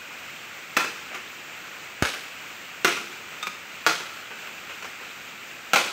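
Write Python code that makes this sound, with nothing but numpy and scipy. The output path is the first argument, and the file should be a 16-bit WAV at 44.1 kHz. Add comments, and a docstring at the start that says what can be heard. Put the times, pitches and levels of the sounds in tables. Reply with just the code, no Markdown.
"""A stream runs throughout: filtered noise for the rush, short rising tones for the bubbles.
From 0.8 s a machete chops a leaning bamboo pole: noise snaps for the splitting fibres, fading tones for the
hollow cane. Crackling leaves follow each stroke, then the pole swings back against its neighbours. Loose poles
knock and rub from 1.1 s, one stroke at 2 s has a dull thud, and the blade clinks twice near 3.4 s.
A rock face and the grove throw back the sounds of cane and steel."""
import sys
import numpy as np
from scipy import signal
from scipy.fft import rfft, irfft, next_fast_len
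from scipy.io import wavfile
from scipy.ndimage import map_coordinates

SR = 44100
rng = np.random.default_rng(int(sys.argv[2]) if len(sys.argv) > 2 else 0)


def persist_wave(psi):
    """Save psi, clipped to +-1, as 16-bit WAV."""
    counts = np.round(np.clip(psi, -1, 1) * 32767).astype(np.int16)
    wavfile.write(sys.argv[1], SR, np.atleast_2d(counts).T)


N = 261072
T = np.arange(SR) / SR  # time within one event, which lasts at most 1 s


def amp(db):
    """Turn decibels into a gain."""
    return 10 ** (np.asarray(db) / 20)


def unit(x):
    """Scale to an rms of 1."""
    return x / np.sqrt(np.mean(x ** 2) + 1e-20)


def burst(x):
    """Scale to the energy of 50 ms of sound at an rms of 1."""
    return x * np.sqrt(SR / 20 / (np.sum(x ** 2) + 1e-20))


def along(points, hz):
    """Read a curve of (pitch_hz, value) points, with pitch on a log axis."""
    point_hz, value = np.transpose(points)
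    return np.interp(np.log(hz + 1), np.log(point_hz), value)


def coloured(x, points):
    """Filter with the gains of (pitch_hz, gain_db) points, without any sound before its cause."""
    size = 2 * next_fast_len(len(x) // 2 + 4096)
    gain = amp(along(points, np.fft.rfftfreq(size, 1 / SR)))
    # Folding the cepstrum (the spectrum of the log gain) forward in time gives a minimum-phase filter.
    cepstrum = irfft(np.log(gain), size)
    cepstrum[1:size // 2] *= 2
    cepstrum[size // 2 + 1:] = 0
    response = np.exp(rfft(cepstrum))
    return irfft(rfft(x, size) * response, size)[:len(x)]


def wobble(rate):
    """Draw a smooth random curve with `rate` random points a second."""
    knots = rng.standard_normal(int(N * rate / SR) + 4)
    return map_coordinates(knots, [np.arange(N) * rate / SR])


def add(track, start_s, x):
    """Mix x into the track from start_s, cutting it at the track's end."""
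    part = track[round(start_s * SR):][:len(x)]
    part += x[:len(part)]


def snaps(rate, hiss):
    """Tiny snaps of random size, about `rate` a second, plus a share of fine friction noise."""
    sparse = (rng.random(SR) < rate / SR) * rng.standard_normal(SR)
    return unit(unit(sparse) + hiss * rng.standard_normal(SR))


def ring(modes, pitch, weight, attack):
    """A struck body sounds several fading tones (modes), each with its own strength."""
    hz, db, t60 = np.transpose(modes)[:, :, None]
    phase = 2 * np.pi * (hz * pitch * T + rng.random(hz.shape))
    tones = amp(db - 60 * T / t60) * np.sin(phase)
    return burst(weight @ tones * (1 - np.exp(-T / attack)))


# how long the grove's echoes last: pitch_hz [Hz], time to fade by 60 dB t60_s [s]
GROVE_FADE = [(100, 0.45), (350, 0.21), (1400, 0.2), (5000, 0.4), (9000, 0.44), (15000, 0.056)]


def outdoors(x, near_db=-4, near_decay=0.013, rock_db=-7, rock_delay=0.027, rock_spread=0.021,
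             grove_db=-5, far_db=-18, far_t60=1.8):
    """Add scatter from nearby poles, a smeared echo off the rock face and the tail of the grove."""
    hz, t, spectrum = signal.stft(rng.standard_normal(SR), SR, nperseg=256)
    near_fade = amp(-60 * t / along(GROVE_FADE, hz)[:, None])
    far_fade = amp(far_db - 60 * t / far_t60)
    tail = signal.istft(spectrum * (near_fade + far_fade), SR, nperseg=256)[1][:SR]
    grove = tail * (1 - np.exp(-T / 0.013))
    near = snaps(1500, 0.3) * np.exp(-T / near_decay)
    rock_shape = (T > rock_delay) * np.exp(-np.abs(T - rock_delay) / rock_spread)
    rock = snaps(1200, 0.46) * rock_shape
    echoes = [(near_db, near), (rock_db, rock), (grove_db, grove)]
    answer = sum(amp(db) * echo / np.linalg.norm(echo) for db, echo in echoes)
    return x + signal.fftconvolve(x, answer)[:SR]


def bubbles(count, centre_hz, spread, cycles, size_db):
    """Small bubbles: fading tones that rise in pitch as they reach the surface."""
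    t = T[:SR // 40]  # each tone lasts at most 25 ms
    start = rng.integers(0, N, (count, 1))
    hz = np.clip(centre_hz * np.exp(spread * rng.standard_normal((count, 1))), 300, 9000)
    age = t * hz / cycles
    size = amp(size_db * rng.exponential(size=(count, 1)).clip(0, 4))
    envelope = size * np.exp(-age) * (1 - np.exp(-8 * age))
    rise = 1 + 0.0462 * np.minimum(age, 4)
    grains = envelope * np.sin(2 * np.pi * hz * t * rise)
    position = start + np.arange(len(t))
    return unit(np.bincount(position.ravel(), grains.ravel())[:N])


# tone colour of the rushing water: pitch_hz [Hz], level_db [dB per Hz]
WATER_COLOUR = [(25, -17), (60, -19.5), (105, -11), (200, -7), (700, -6.5), (1050, -7), (1420, -.5),
                (1750, -5), (2500, 1.5), (3500, -8.5), (5300, -14.5), (7400, -12), (11000, -37.5),
                (14000, -11.5)]
FLOW_DB = -40.0  # level of the rush


def stream():
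    """Rushing water is filtered noise with slight wavering, under a babble of many bubbles."""
    rush = unit(coloured(rng.standard_normal(N), WATER_COLOUR)) * amp(0.63 * wobble(12))
    babble = bubbles(count=4000, centre_hz=1986, spread=0.3136, cycles=9.8, size_db=3.5)
    return amp(FLOW_DB) * (rush + amp(-8.0) * babble)


# tones of the hollow cane and its air: pitch_hz [Hz], level_db [dB], time to fade by 60 dB t60_s [s]
CANE_TONES = [(322, -6.5, 0.13), (391, -11.5, 0.14), (532.7, -8.5, 0.11), (681.6, -5, 0.092),
              (803, 4, 0.04), (1015, -1, 0.067), (1163, 0.5, 0.062), (1292, -1, 0.078), (1385, 7, 0.077),
              (1522, -6.5, 0.16), (2005, -9, 0.14), (2300, 7.5, 0.036), (2520, 1, 0.058), (2670, -18, 0.12),
              (3215, -11.5, 0.13), (4125, -14, 0.12)]
# tone colour of splitting fibres: pitch_hz [Hz], level_db [dB per Hz]
FIBRE_COLOUR = [(40, -48), (120, -21), (200, -5.5), (330, -6.5), (450, -2.5), (650, -6.5), (950, -3.5),
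                (1350, 6), (1750, -2.5), (2450, 4.5), (3200, -5.5), (6500, -8.5), (10000, -21.5),
                (15500, -12)]


def culm_hit(force, attack, knock_db, hollow_db, clack_db, crack_db, ring_db, pitch):
    """Snaps sound through the cane and leave it ringing; the place of contact sets the colour."""
    crack = burst(coloured(force, FIBRE_COLOUR))
    weight = amp(2 * rng.standard_normal(len(CANE_TONES)))
    body = amp(ring_db) * ring(CANE_TONES, pitch, weight, attack)
    # (pitch_hz, gain_db)
    place = [(180, -2), (300, knock_db), (400, knock_db), (520, hollow_db), (650, hollow_db),
             (850, 1.5), (1200, -1), (1700, 0.7), (2300, clack_db), (2900, clack_db),
             (3800, crack_db), (7500, crack_db), (11000, min(crack_db, 0))]
    return outdoors(coloured(crack + body, place))


# blade strokes, also used for leaves and rebounds: start_s [s], level_db [dB], split_s (splitting time) [s],
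# knock_db (low) [dB], hollow_db (middle) [dB], clack_db (high) [dB], pitch_factor of the cane [ratio],
# leaves_db [dB], swing_s (time until the pole swings back) [s]
BLADE_STROKES = [ (0.7672, -21.5, 0.0115, 0, -1, -2.5, 0.99, -40, 0.072),
                 (2.0238, -25, 0.0043, 0.5, 3, -2, 1.14, -31.5, 0.11),
                 (2.8468, -21.5, 0.0081, 5.5, 3, 4, 1.0, -33.5, 0.12),
                 (3.8646, -20.5, 0.0095, -5.5, 1.5, -2.5, 1.02, -32.5, 0.135),
                 (5.7338, -21.5, 0.017, -3, 9, -2, 0.95, -33, 0.11),
                 (5.7590, -22, 0.011, -3.5, 1.5, -1.5, 1.0, -31, 0.098)]
FIRM_DB, RING_DB = -21.5, -7  # level of a firm stroke, and of its ring beside its crack
RING_GROWTH = 1.3  # dB more ring per dB of force
CRACK_DB = -1  # treble setting shared by all strokes


def chops():
    """The edge bites, fibres part quickly until the blade sticks, and a few splinters last longer."""
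    out = np.zeros(N)
    for start_s, db, split_s, knock_db, hollow_db, clack_db, pitch, *_ in BLADE_STROKES:
        bite = 2.38 * np.exp(-T / 0.001) * rng.standard_normal(SR)
        splitting = snaps(2500, 0.5) * np.exp(-(T / split_s) ** 4)
        splinters = 0.2 * snaps(500, 0.25) * np.exp(-T / 0.067)
        force = bite + splitting + splinters
        ring_db = RING_DB + RING_GROWTH * (db - FIRM_DB)
        hit = culm_hit(force, 0.0027, knock_db, hollow_db, clack_db, CRACK_DB, ring_db, pitch)
        add(out, start_s, amp(db) * hit)
    return out


LEAF_DELAY_S, LEAF_RISE_S, LEAF_SETTLE_S = 0.015, 0.01, 0.11  # foliage shaken by a stroke


def leaves():
    """Dry leaves rub and snap after each stroke: crackling noise that swells, then settles."""
    out = np.zeros(N)
    colour = [(300, -20), (1500, -31), (3000, 18.5), (7000, 1.5), (14000, -4)]  # (pitch_hz, gain_db)
    for start_s, *_, leaves_db, _ in BLADE_STROKES:
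        rustle = unit(coloured(snaps(750, 1.0), colour))
        shape = (1 - np.exp(-T / LEAF_RISE_S)) * np.exp(-T / LEAF_SETTLE_S)
        add(out, start_s + LEAF_DELAY_S, amp(leaves_db) * rustle * shape)
    return out


# colour of cane on cane: hollow_db [dB], clack_db [dB], ring_db [dB], pitch_factor [ratio]
CANE_ON_CANE = (3.5, -0.5, -8, 1.15)
BUMP_DB, BUMP_KNOCK_DB = -40, 3  # a middling bump and its low knock
KNOCK_GROWTH = 1.1  # dB more knock per dB above a middling bump
BUMP_CRACK_DB, DULLING_DB_PER_S = 2, 330  # the longer the rub, the duller the contact


def bump(db, rub_s):
    """Poles slide together: a harder bump knocks deeper, a longer rub is softer at first and duller."""
    hollow_db, clack_db, ring_db, pitch = CANE_ON_CANE
    knock_db = BUMP_KNOCK_DB + KNOCK_GROWTH * max(db - BUMP_DB, 0)
    crack_db = BUMP_CRACK_DB - DULLING_DB_PER_S * rub_s
    attack = 0.16 * rub_s
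    force = snaps(1500, 0.59) * (1 - np.exp(-T / attack)) * np.exp(-(T / rub_s) ** 2)
    return amp(db) * culm_hit(force, attack, knock_db, hollow_db, clack_db, crack_db, ring_db, pitch)


REBOUND_DB, SWING_LOSS_DB_PER_S, REBOUND_RUB_S = -27.5, 109, 0.013  # level before the loss over the swing


def rebounds():
    """The pole swings back into its neighbours; the longer the swing, the weaker the bump."""
    out = np.zeros(N)
    for start_s, *_, swing_s in BLADE_STROKES:
        db = REBOUND_DB - SWING_LOSS_DB_PER_S * swing_s
        add(out, start_s + swing_s, bump(db, REBOUND_RUB_S))
    return out


# loose poles knock and rub: start_s [s], level_db [dB], rub_s (rubbing time) [s]
POLE_KNOCKS = [ (1.110, -43, 0.036), (1.143, -38, 0.017), (2.044, -36, 0.018), (4.303, -43.5, 0.029),
               (4.462, -45.5, 0.027), (4.691, -43, 0.025), (4.823, -43.5, 0.013), (4.844, -43.5, 0.015),
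               (5.009, -45.5, 0.02)]


def knocks():
    """The shaken poles slide and bump against one another."""
    out = np.zeros(N)
    for start_s, db, rub_s in POLE_KNOCKS:
        add(out, start_s, bump(db, rub_s))
    return out


# one dull thud: start_s [s], level_db (before its soft onset) [dB], length_s (time scale) [s]
DULL_THUD = (2.0240, -0.71, 0.0012)


def thud():
    """One stroke lands with a low push of air and its slower return."""
    start_s, db, length_s = DULL_THUD
    out = np.zeros(N)
    age = T / length_s
    push = (1 - age) * np.exp(-age) * (1 - np.exp(-T / 0.00016))
    add(out, start_s, -amp(db) * push)
    return out


# the flat of the blade touches a pole: start_s [s], level_db [dB], scrape_db [dB],
# place of contact along the blade [0-1]
BLADE_CLINKS = [(3.4268, -34.5, -3.5, 0.45), (3.4690, -37.5, 3, 0.32)]
# tones of the steel blade: pitch_hz [Hz], level_db [dB], time to fade by 60 dB t60_s [s]
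STEEL_TONES = [(1245, -2, 0.19), (2396, 8, 0.061), (3640, 4, 0.045), (5060, -2, 0.031), (6160, -6, 0.028),
               (7700, -7, 0.03)]


def clinks():
    """Light touches let the steel ring, with a short scrape on the cane."""
    out = np.zeros(N)
    for start_s, db, scrape_db, place in BLADE_CLINKS:
        rubbing = snaps(4000, 0.33) * np.exp(-(T / 0.012) ** 2)
        scrape = burst(coloured(rubbing, FIBRE_COLOUR))
        # a tone touched at its still point (node) stays silent
        weight = np.sin(np.pi * place * np.arange(1, len(STEEL_TONES) + 1))
        steel = ring(STEEL_TONES, 1, weight, attack=0.00073)
        touch = steel + amp(scrape_db) * scrape
        add(out, start_s, amp(db) * outdoors(touch, near_db=-26, rock_db=-20, grove_db=-7.5))
    return out


def scene():
    """Mix the cutter's work over the sound of the stream."""
    cutting = chops() + leaves() + rebounds() + knocks() + thud() + clinks()
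    return (stream() + cutting)[None]


# tone colour of the small microphone: pitch_hz [Hz], gain_db [dB]
MICROPHONE_COLOUR = [(22, -16), (45, -11), (75, 3.5), (120, 1), (7300, 0), (8300, 1.5), (9200, -4),
                     (9900, 1.5), (11200, -7.5), (13000, -2), (15500, -9)]
TOP_HZ = 15750  # nothing passes from here up


def record(dry):
    """A small microphone colours the sound, rounds off loud peaks and cuts the highest treble."""
    x = coloured(dry[0], MICROPHONE_COLOUR)
    x = x / (1 + np.abs(x / 0.75) ** 6) ** (1 / 6)  # peaks bend smoothly towards 0.75
    size = next_fast_len(N + SR // 2)
    passed = np.fft.rfftfreq(size, 1 / SR) < TOP_HZ
    return irfft(rfft(x, size) * passed, size)[None, :N]


dry = scene()
out = record(dry)
persist_wave(out)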